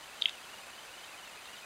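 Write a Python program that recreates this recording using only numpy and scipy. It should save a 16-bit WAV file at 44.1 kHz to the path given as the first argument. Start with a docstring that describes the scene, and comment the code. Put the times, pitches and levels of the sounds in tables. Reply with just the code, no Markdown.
"""Throughout a night by a pond: steady microphone hiss (shaped noise) with thin sine tones, and faint, evenly
spaced sine pips, probably electronic whine. At 0.21 s a beaver takes one short bite at a tree trunk: its teeth
rasp (random slips) and wood fibres snap (clicks through resonances), twice sharply, with a spray of splinters.
The cracks ring briefly in the wood (damped modes) and die away among the trees (noise tail).
From 1.03 s come four very faint scrapes."""
import sys
import numpy as np
from scipy import signal
from scipy.fft import rfft, irfft
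from scipy.io import wavfile

SR = 44100
rng = np.random.default_rng(int(sys.argv[2]) if len(sys.argv) > 2 else 0)


def unload_wav(signal):
    """Save mono or channel-first audio to the path in sys.argv[1] as 16-bit WAV at rate SR, clipped to [-1, 1]."""
    wavfile.write(
        sys.argv[1],
        SR,
        np.round(np.clip(np.atleast_2d(signal).T, -1, 1) * 32767).astype(np.int16),
    )


N = 72765
T = np.arange(N) / SR
FREQS_HZ = np.arange(N // 2 + 1) * SR / N

# Snapping fibres. Each row: start in seconds, peak level in dB, pitch of the fibre in Hz,
# width of its twang resonance in Hz, splinter level at onset in dB.
FIBRE_SNAPS = [(0.2146, -31.5, 4320, 700, -53), (0.2177, -32.5, 3800, 600, -49),
               (0.2208, -13, 3790, 1530, -47), (0.23, -39.5, 4470, 350, -64),
               (0.2388, -30.5, 3200, 1100, -62), (0.2561, -11.5, 2835, 1130, -61),
               (0.25712, -18, 3430, 890, -67), (0.2622, -31, 3100, 1100, -51),
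               (0.284, -28, 2600, 1300, -62), (0.2937, -28, 3970, 2000, -46)]


def from_db(db):
    """Decibels to amplitude gain."""
    return 10 ** (np.asarray(db) / 20)


def rms_one(x):
    """Scale to rms 1."""
    return x / np.sqrt(np.mean(x ** 2) + 1e-20)


def noise():
    """White Gaussian noise over the whole scene."""
    return rng.standard_normal(N)


def drift(rate_hz):
    """Random wander of rms 1: low-passed noise, halved in amplitude at rate_hz."""
    lowpass = 1 / (1 + (FREQS_HZ / rate_hz) ** 2)
    return rms_one(irfft(rfft(noise()) * lowpass, N))


def gate(t_s, length_s, edge_s):
    """Linear rise, hold and fall, starting at t_s = 0."""
    return np.clip(np.minimum(t_s, length_s - t_s) / edge_s, 0, 1)


def bandpass(x, low_hz, high_hz):
    """Butterworth band-pass."""
    sos = signal.butter(2, [low_hz, high_hz], "band", fs=SR, output="sos")
    return signal.sosfilt(sos, x)


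def resonance(x, hz, width_hz):
    """Two-pole resonance with gain 1 at its peak."""
    r = np.exp(-np.pi * width_hz / SR)
    numerator = np.array([1, 0, -1]) * (1 - r * r) / 2
    denominator = [1, -2 * r * np.cos(2 * np.pi * hz / SR), r * r]
    return signal.lfilter(numerator, denominator, x + 1e-18)


def double_resonance(x, hz, width_hz):
    """Two equal resonances in series: steeper skirts, rounder onset."""
    return resonance(resonance(x, hz, width_hz), hz, width_hz)


def hiss():
    """Microphone noise of fixed spectrum, flickering slightly in level."""
    level_db, flicker_db, flicker_hz = -50, 1, 230
    # Each row: frequency in Hz, relative density in dB per Hz.
    spectrum = [(20, -19), (45, -8), (100, -10), (200, -7), (400, -4), (700, 0.5), (1400, -0.13),
                (2200, -1.5), (3200, -4.5), (4400, -7.5), (6000, -9), (7000, -10.5), (10000, -12),
                (12000, -16), (14300, -18.5), (15800, -26)]
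    hz, density_db = np.transpose(spectrum)
    shape_db = np.interp(np.log(FREQS_HZ + 1), np.log(hz), density_db)
    shaped = rms_one(irfft(rfft(noise()) * from_db(shape_db), N))
    return from_db(level_db + flicker_db * drift(flicker_hz)) * shaped


def whine():
    """Steady thin sine tones."""
    # Each row: frequency in Hz, rms level in dB.
    tones = [(1448, -70), (7497, -77), (7537, -77)]
    return sum(from_db(db) * np.sqrt(2) * np.sin(2 * np.pi * hz * T) for hz, db in tones)


def pips():
    """Twenty wavering pips a second, of equal nominal cycle count, so low ones last longer; fizz fills the gaps."""
    period_s, end_s, edge_s, cycles = 0.05, 0.0495, 0.0014, 65
    wander_hz, flutter_db, octave_db = 60, 2, -12.5
    fizz_hz, fizz_width_hz, fizz_db = 3924, 1600, -61
    # Pips in turn. Each row: pitch in Hz, level of the fundamental in dB.
    pip_rows = [(2976, -49.5), (2630, -51.5), (2636, -54.5), (2994, -51.5), (3127, -49), (2690, -47),
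                (3000, -50.5), (2630, -50.5), (3100, -53), (2666, -51.5), (2898, -51.5), (2970, -50.5),
                (2570, -50.5), (2573, -51.5), (2932, -51), (3060, -49), (3130, -54), (2617, -52),
                (2900, -51.5), (2990, -51), (3102, -50), (2693, -52), (2604, -50), (2993, -49.5),
                (2977, -49.5), (2665, -53.5), (2923, -49), (2510, -51), (3090, -54), (2785, -50.5),
                (2880, -49.5), (3060, -50), (2495, -49.5)]
    index = np.minimum((T / period_s).astype(int), len(pip_rows) - 1)
    hz, db = np.array(pip_rows)[index].T
    on = gate(end_s - T % period_s, cycles / hz, edge_s)  # time runs back from the common end
    phase = 2 * np.pi * np.cumsum(hz + wander_hz * drift(rate_hz=92)) / SR
    wave = np.sin(phase) + from_db(octave_db) * np.sin(2 * phase)
    tone = wave * from_db(db + flutter_db * drift(rate_hz=170))
    fizz = rms_one(double_resonance(noise(), fizz_hz, fizz_width_hz))
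    return on * tone + (1 - on) * from_db(fizz_db) * fizz


def forest(x):
    """Faint scatter from the surrounding trunks: a delayed, decaying noise tail."""
    t60_s, level_db, delay_s = 0.26, -17, 0.0027
    tail = noise() * 1000. ** (-T / t60_s) * (T > delay_s)
    return from_db(level_db) * signal.fftconvolve(x, tail / np.linalg.norm(tail))[:N]


def trunk(force):
    """The wood's short damped modes, alternating in sign; little bass or treble is radiated."""
    # Each row: frequency in Hz, relative level in dB, 60 dB decay time in seconds.
    modes = [(2080, 0, 0.013), (2390, -9, 0.016), (2650, -3, .011), (3137, 2.5, 0.011), (3690, 0, 0.014),
             (4540, -14.5, 0.0098), (5010, -6, 0.0075)]
    ringing = 0
    for k, (hz, db, t60_s) in enumerate(modes):
        r = from_db(-60 / (t60_s * SR))
        w = 2 * np.pi * hz / SR
        mode = signal.lfilter([0, np.sin(w)], [1, -2 * r * np.cos(w), r * r], force + 1e-18)
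        ringing = ringing + (-1) ** k * from_db(db) * mode
    return bandpass(ringing, 1860, 4900)


def scrapes():
    """Dense, uneven slips of the teeth excite the trunk."""
    slips_per_s, slip_spread_db, width_hz, edge_s = 1500, 8.5, 1000, 0.004
    # Each row: start in seconds, length in seconds, rms level in dB, pitch in Hz.
    strokes = [(0.21, 0.091, -47.5, 3400), (1.03, 0.045, -60, 4130), (1.251, 0.028, -57.5, 4020),
               (1.446, 0.035, -54.5, 4200), (1.554, 0.035, -54, 4340)]
    slip_now = rng.random(N) < slips_per_s / SR
    slips = slip_now * rng.choice([-1, 1], N) * from_db(slip_spread_db * noise())
    out = np.zeros(N)
    for start_s, length_s, db, hz in strokes:
        rasp = rms_one(trunk(double_resonance(slips, hz, width_hz)))
        out += from_db(db) * gate(T - start_s, length_s, edge_s) * rasp
    return out


def splinters():
    """A faint bright spray, noise an octave wide, decays after each snap."""
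    low_hz, t60_s = 4280, 0.02
    spray = np.zeros(N)
    for start_s, *_, db in FIBRE_SNAPS:
        spray += (T > start_s) * from_db(db) * 1000. ** (-np.abs(T - start_s) / t60_s)
    return spray * rms_one(bandpass(noise(), low_hz, 2 * low_hz))


def snaps():
    """Each breaking fibre gives a short twang at its own pitch, which sets the trunk ringing."""
    out = np.zeros(N)
    for start_s, db, hz, width_hz, _ in FIBRE_SNAPS:
        click = np.zeros(N)
        click[int(start_s * SR)] = 1
        crack = trunk(double_resonance(click, hz, width_hz))
        out += from_db(db) * crack / np.abs(crack).max()
    return out


def scene():
    """The bite, the later scrapes and their scatter over the steady background."""
    bite = snaps() + splinters() + scrapes()
    return (bite + forest(bite) + pips() + hiss() + whine())[None]


def record(dry):
    """Three narrow hollows colour the treble, and the top is cut steeply."""
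    cutoff_hz = 15850
    # Each row: centre in Hz, half width at half depth in Hz, depth in dB.
    hollows = [(5500, 85, 20), (10980, 190, 12), (13020, 170, 13)]
    hollow_db = sum(depth_db / (1 + ((FREQS_HZ - hz) / width_hz) ** 2) for hz, width_hz, depth_db in hollows)
    coloured = irfft(rfft(dry) * from_db(-hollow_db), N)
    lowpass = signal.firwin(601, cutoff_hz, fs=SR)
    return signal.fftconvolve(coloured, lowpass[None], "same", axes=1)


dry = scene()
out = record(dry)
unload_wav(out)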